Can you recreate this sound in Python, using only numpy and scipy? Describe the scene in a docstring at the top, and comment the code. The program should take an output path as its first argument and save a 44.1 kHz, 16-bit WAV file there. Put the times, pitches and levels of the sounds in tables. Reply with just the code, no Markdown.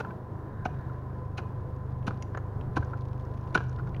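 """Steel bites into hard ice: a few metres away, a climber's tool and crampon points crush in and thud.
Between the blows the steel knocks, gear ticks and clinks, and ice crumbs trickle away.
The crunch is a run of tiny random fractures; the steel is two damped modes jostled by the breaking ice.
Wind rumbles under it all, with a low, beating machine hum and its thin whine."""
import sys
import numpy as np
from scipy import signal
from scipy.fft import rfft, irfft, next_fast_len
from scipy.io import wavfile
from scipy.ndimage import map_coordinates

SR = 44100
rng = np.random.default_rng(int(sys.argv[2]) if len(sys.argv) > 2 else 0)


def persist_wave(psi):
    """Save psi, clipped to +-1, as 16-bit WAV."""
    counts = np.round(np.clip(psi, -1, 1) * 32767).astype(np.int16)
    wavfile.write(sys.argv[1], SR, np.atleast_2d(counts).T)


N = 176400

ATTACK_S, FRACTURES_PER_S = 0.0014, 3000
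# The colour of crushing ice. Each row: frequency in Hz, gain in dB.
CRUNCH_COLOUR = [(60, -9.5), (170, 3.5), (400, 4.5), (600, -0.5), (800, 1.5), (1550, 0.5), (1950, -17.5),
                 (2550, -18.5), (3400, -24.5), (7200, -36), (7900, -59), (8900, -38), (11000, -52),
                 (14000, -67)]
# The treble roll-off of the ringing steel. Each row: frequency in Hz, gain in dB.
STEEL_TREBLE = [(1600, 0.5), (1800, -11.5), (2050, -4), (4000, -23.5)]
# The treble roll-off of ticks and clinks. Each row: frequency in Hz, gain in dB.
TICK_TREBLE = [(6800, -1.5), (7900, -25), (9500, -4), (13000, -32)]


def amp(db):
    """Decibels to gain."""
    return 10 ** (np.asarray(db) / 20)


def unit(x):
    """Scale to rms 1."""
    return x / np.sqrt(np.mean(x ** 2) + 1e-20)


def clock():
    """Time of each sample."""
    return np.arange(N) / SR


def level(rows):
    """Gain per sample from (s, dB) points."""
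    return amp(np.interp(clock(), *np.transpose(rows)))


def wobble(rate):
    """A smooth random curve, rate knots a second."""
    return map_coordinates(rng.standard_normal(int(N * rate / SR) + 4), [clock() * rate])


def colour(x, points):
    """Minimum-phase EQ through points of frequency in Hz and gain in dB."""
    size = 2 * next_fast_len(len(x))
    hz, db = np.transpose(points)
    curve_db = np.interp(np.log(np.fft.rfftfreq(size, 1 / SR) + 1), np.log(hz), db)
    cepstrum = irfft(np.log(amp(curve_db)))
    cepstrum[1:size // 2] *= 2  # folded, so nothing rings ahead of a hit
    cepstrum[size // 2 + 1:] = 0
    return irfft(rfft(x, size) * np.exp(rfft(cepstrum)), size)[:len(x)]


def envelope(t, attack, hold, t60):
    """Rise over attack, stay up until hold, then fall 60 dB every t60; all in seconds."""
    return np.clip(t / attack, 0, 1) * amp(-60 * np.maximum(t - hold, 0) / t60)


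def add(track, s, sound):
    """Mix a sound in at time s."""
    i = round(s * SR)
    part = sound[max(-i, 0):N - i]
    track[max(i, 0):][:len(part)] += part


def fractures(size):
    """Random tiny snaps of uneven strength."""
    return unit(rng.standard_normal(size) * (rng.random(size) < FRACTURES_PER_S / SR))


def burst(shape, points):
    """A run of fractures under an envelope, ringing with a colour."""
    snaps = fractures(len(shape))
    return colour(snaps * shape, points) / np.std(colour(snaps, points))


def ring(t, hz, rough, jostle_cycles=0.65):
    """A resonance whose phase is jostled every cycle or so, as by breaking ice."""
    drift = np.cumsum(rng.standard_normal(len(t) // 3)) * np.sqrt(jostle_cycles)
    jostle = map_coordinates(drift, [t * hz / jostle_cycles])
    return np.sin(2 * np.pi * hz * t + rough * jostle)


def steel(t, hz):
    """A steel point held in ice: its main mode and a quieter, lower one."""
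    return ring(t, hz, rough=0.5) + amp(-8) * ring(t, 0.674 * hz, rough=0.5)


def strikes():
    """The point bites, the ice cracks hollow, the steel crushes in ringing and stops with a thud."""
    # Blows into the ice. Each row: start in seconds, crunch in dB, crushing time in seconds, bite in dB,
    # thud pitch in Hz, thud in dB, lower thud in dB, ring pitch in Hz, ring in dB, hollow crack in dB.
    blows = [(0.0, -31.5, 0.0067, -52, 284, -32.5, -33, 1370, -32, -53),
             (0.6535, -31, 0.0055, -52.5, 735, -21.5, -49, 1445, -30.5, -40),
             (1.379, -37.5, 0.015, -45.5, 764, -36, -32, 1527, -38, -40),
             (2.072, -32.5, 0.011, -43.5, 195, -24.5, -29, 1286, -35.5, -46),
             (2.7642, -26, 0.009, -44.5, 325, -18.5, -26, 1530, -28, -43),
             (3.549, -24, 0.0088, -38, 356, -26, -23, 1464, -14.5, -30.5)]
    # The bright chipping of the surface. 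Each row: frequency in Hz, gain in dB.
    bite_colour = [(300, -62), (1500, 15), (2000, 4.5), (2500, 13), (3300, 2), (4050, 4), (4900, -2.5),
                   (6000, -0.5), (7300, -10.5), (7900, -23), (9000, -10), (11500, -19), (14000, -35)]
    # The hollow crack of the ice. Each row: frequency in Hz, gain in dB.
    hollow_colour = [(1700, -27), (2100, -8.5), (2400, 2.5), (2600, -0.5), (2900, 0.5), (3350, -19),
                     (4050, -11), (4900, -25.5), (5950, -14.5), (6500, -26.5), (9000, -59.5)]
    ice, metal, t = np.zeros(N), np.zeros(N), np.arange(SR // 6) / SR
    for s, db, crush_s, bite_db, thud_hz, thud_db, low_db, ring_hz, ring_db, hollow_db in blows:
        rise = crush_s / 2
        thud = amp(thud_db) * ring(t, thud_hz, rough=0.3)
        thud += amp(low_db) * ring(t, 0.48 * thud_hz, rough=0.3)
        bite = burst(envelope(t, attack=0.0063, hold=0.017, t60=0.043), bite_colour)
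        crack = burst(envelope(t, ATTACK_S, hold=0.004, t60=0.036), hollow_colour)
        crunch = burst(envelope(t, rise, crush_s, t60=0.047), CRUNCH_COLOUR)
        add(ice, s - 0.0073, amp(bite_db) * bite)  # the point chips the surface before it sinks in
        add(ice, s - 0.001478, amp(hollow_db) * crack)
        add(ice, s, amp(db) * crunch)
        add(ice, s + 0.0025, envelope(t, rise, rise, t60=0.04) * thud)  # the point stops
        add(metal, s, amp(ring_db) * envelope(t, rise, crush_s, t60=0.02) * steel(t, ring_hz))
    return ice + colour(metal, STEEL_TREBLE)


def wall(x):
    """Rock and ice scatter the sound back as a short, diffuse tail."""
    t = np.arange(SR // 2) / SR
    tail = rng.standard_normal(len(t)) * envelope(t, attack=0.021, hold=0.029, t60=0.44)
    return signal.fftconvolve(x, tail / np.linalg.norm(tail))[:N]


def wind(buffet_width_s=0.028):
    """A dull rush of air, a gusty rumble and a few deep buffets."""
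    # The colours of the three layers of air. Each row: frequency in Hz, gain in dB.
    rush_colour = [(100, -15), (170, -1), (239, -5.5), (405, -6), (548, -11.5), (815, -13.5), (896, -16),
                   (1000, -7.5), (1140, -18), (1700, -25), (2390, -41.5), (5090, -49.5), (7850, -55.5),
                   (15500, -55)]
    rumble_colour = [(12, -8.5), (28, 17.5), (50, -5.5), (85, 16), (150, 16.5), (200, 1), (400, -56.5)]
    buffet_colour = [(12, -21), (30, 5), (55, 0.5), (90, 4), (170, -8), (400, -17.5), (900, -97)]
    # The slow swells of rush and rumble. Each row: time in seconds, level in dB.
    rush_ride = [(0.0, -42), (0.28, -44.5), (1.0, -44.5), (1.87, -44.5), (2.71, -43.5), (4.0, -44.5)]
    rumble_ride = [(0, -48), (1.5, -42.5), (2.4, -46.5), (2.7, -37.5), (3.0, -45.5), (4, -39.5)]
    # Gusts hitting the microphone. Each row: peak time in seconds, level in dB.
    buffets = [(2.62, -40), (2.68, -36), (2.789, -31.5), (2.849, -41.5)]
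    rush = unit(colour(rng.standard_normal(N), rush_colour))
    rush *= level(rush_ride) * amp(0.67 * wobble(10.0))
    rumble = unit(colour(rng.standard_normal(N), rumble_colour))
    rumble *= level(rumble_ride) * amp(3.4 * wobble(6.04))
    gusts = sum(amp(db) * np.exp(-((clock() - s) / buffet_width_s) ** 2) for s, db in buffets)
    return rush + rumble + gusts * unit(colour(rng.standard_normal(N), buffet_colour))


def hum(turn_hz=25.35, drift=0.0031, sway_db=1.6, sway_rad=0.3):
    """Low harmonics of a turning machine beat once a turn; two fuzzy lines whine above."""
    # The machine's harmonics. Each row: multiple of the turning rate, level in dB before the ride.
    hum_harmonics = [(2, -47), (3, -40.5), (4, -38.5), (5, -36.5)]
    # The fader ride on those harmonics. Each row: time in seconds, gain in dB.
    hum_ride = [(0, -8.5), (.5, -8.5), (.85, -3.5), (2.3, -3), (3.3, -1), (4, -2)]
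    # The narrow bands of the whine. Each row: centre in Hz, width in Hz, level in dB.
    whine_bands = [(507, 5.8, -58), (1019, 24, -56)]
    low, whine, t = np.zeros(N), np.zeros(N), clock()
    turn = 2 * np.pi * np.cumsum(turn_hz * (1 + drift * wobble(3.27))) / SR
    for multiple, db in hum_harmonics:
        gain = amp(db + sway_db * wobble(4.106))
        low += gain * np.cos(multiple * turn + rng.normal(0, 0.94) + sway_rad * wobble(4.65))
    for hz, width, db in whine_bands:
        fuzz = wobble(width) + 1j * wobble(width)  # wanders in both level and phase
        whine += amp(db) * unit(np.real(fuzz * np.exp(2j * np.pi * hz * t)))
    return np.sqrt(2) * low * level(hum_ride) + whine


def crumbs(grains_per_s=320, grain_s=0.004):
    """Loose grains of ice rustle down the slope, each a tiny scrape."""
    # The ebb and flow of the trickle. Each row: time in seconds, level in dB.
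    trickle_ride = [(0, -77), (.2, -83), (.6, -93), (.76, -77), (1.0, -85.5), (2.0, -80.5), (2.15, -75),
                    (2.7, -89), (2.85, -72.5), (3.3, -74), (3.65, -70), (4, -77)]
    # The crisp colour of the grains. Each row: frequency in Hz, gain in dB.
    grain_colour = [(500, -14), (1500, -3.5), (2200, 9), (4000, 5.5), (6600, -1), (7900, -16.5), (9500, -7),
                    (13000, -34)]
    t = np.arange(SR // 20) / SR
    landings = rng.exponential(size=N) * (rng.random(N) < grains_per_s / SR)
    decays = signal.fftconvolve(landings, np.exp(-2 * t / grain_s))[:N]
    return level(trickle_ride) * unit(colour(decays * rng.standard_normal(N), grain_colour))


def knocks(scuff_below_db=-28.5):
    """Light contacts: a snap, a short crunch and a damped ring; gentler ones scuff instead of snapping."""
    # Steel touching ice. Each row: start in seconds, ring in dB, ring pitch in Hz, crunch in dB.
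    contacts = [(0.047, -32.5, 1384, -32.5), (0.103, -41, 1507, -40.5), (0.895, -42.5, 1470, -58),
                (2.107, -40, 1450, -35), (2.3476, -31, 1710, -31), (2.3732, -29, 1704, -32.5),
                (2.779, -34, 1040, -43), (2.825, -36.5, 1494, -36.5), (2.932, -33, 1367, -39),
                (3.5751, -26.5, 1616, -24), (3.604, -34.5, 1580, -33.5), (3.782, -42.5, 1467, -41),
                (3.793, -37.5, 1466, -41), (3.87, -43, 1450, -41.5)]
    # The treble roll-off of snap and crunch. Each row: frequency in Hz, gain in dB.
    ice_treble = [(3000, -1), (10000, -11)]
    ice, metal, t = np.zeros(N), np.zeros(N), np.arange(SR // 8) / SR
    snap = colour(signal.unit_impulse(len(t)), CRUNCH_COLOUR)
    snap = amp(1.5) * snap / np.abs(snap).max()
    for s, ring_db, hz, crunch_db in contacts:
        softness = np.clip(amp(1.4 * (scuff_below_db - crunch_db)), 1, 5.8)
        rise = softness * ATTACK_S / 2
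        crunch = burst(envelope(t, rise, rise, t60=0.032), CRUNCH_COLOUR)
        add(ice, s, amp(crunch_db) * (snap / softness + crunch))
        add(metal, s, amp(ring_db) * envelope(t, rise, rise, t60=0.038) * steel(t, hz))
    return colour(ice, ice_treble) + colour(metal, STEEL_TREBLE)


def ticks(skirt_db_per_octave=22.5):
    """Gear and ice chips make small dry clicks, each with a broad peak around its own pitch."""
    # The clicks. Each row: start in seconds, level in dB, pitch in Hz.
    tick_cues = [(0.107, -52, 2180), (2.0265, -54, 2300), (2.61, -47, 2600), (2.847, -60.5, 5900),
                 (3.008, -53, 4150), (3.25, -58.5, 5500), (3.5752, -35, 2920), (3.683, -62, 5960),
                 (3.694, -55, 6000), (3.761, -54, 3400), (3.945, -43, 2070), (3.964, -47.5, 2480)]
    out, t = np.zeros(N), np.arange(SR // 12) / SR
    octaves = np.arange(-4, 5)
    shape = envelope(t, ATTACK_S / 2, ATTACK_S / 2, t60=0.02)
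    for s, db, hz in tick_cues:
        peak = np.column_stack([hz * np.exp2(octaves), -skirt_db_per_octave * np.abs(octaves)])
        add(out, s, amp(db) * burst(shape, peak))
    return colour(out, TICK_TREBLE)


def scrape(peak_s=0.71, width_s=0.26):
    """A soft dragging swell as the climber shifts weight."""
    # The narrow midrange of the drag. Each row: frequency in Hz, gain in dB.
    drag_colour = [(600, -38.5), (1400, 6), (1600, 10.5), (1780, 4.5), (2100, -12), (3300, -30),
                   (3800, -13), (4500, -37.5)]
    swell = np.exp(-((clock() - peak_s) / width_s) ** 2)
    return amp(-58) * swell * unit(colour(fractures(N), drag_colour))


def clinks(t60_s=0.025):
    """Hardware on the harness clinks; each touch snaps and favours the modes near one pitch."""
    # Touches of metal. Each row: start in seconds, level in dB, favoured pitch in Hz,
    # loss away from that pitch in dB per octave.
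    touches = [(2.2237, -38, 5830, 5.5), (2.373, -44, 6700, 55)]
    # The modes of the hardware. Each row: frequency in Hz, level in dB.
    gear_modes = [(2150, 2.5), (2750, -2), (5000, -10), (5830, -7.5), (6700, -8.5)]
    out, t = np.zeros(N), np.arange(SR // 12) / SR
    for s, db, main_hz, focus in touches:
        modes = sum(amp(mode_db - focus * abs(np.log2(hz / main_hz))) * ring(t, hz, rough=0.35)
                    for hz, mode_db in gear_modes)
        snap = envelope(t, ATTACK_S / 2, ATTACK_S, t60_s / 2) * fractures(len(t))
        add(out, s, amp(db) * envelope(t, ATTACK_S, ATTACK_S, t60_s) * modes)
        add(out, s, amp(db - 5) * snap)
    return colour(out, TICK_TREBLE)


def scene():
    """The climber and the wall's faint answer over wind and hum, in mono."""
    climber = strikes() + knocks() + ticks() + clinks()
    return (climber + amp(-18) * wall(climber) + crumbs() + scrape() + wind() + hum())[None]


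def record(dry):
    """A steep low-pass takes off the air above 15.8 kHz."""
    return signal.sosfilt(signal.ellip(12, 0.1, 80, 15800, fs=SR, output="sos"), dry)


dry = scene()
out = record(dry)
persist_wave(out)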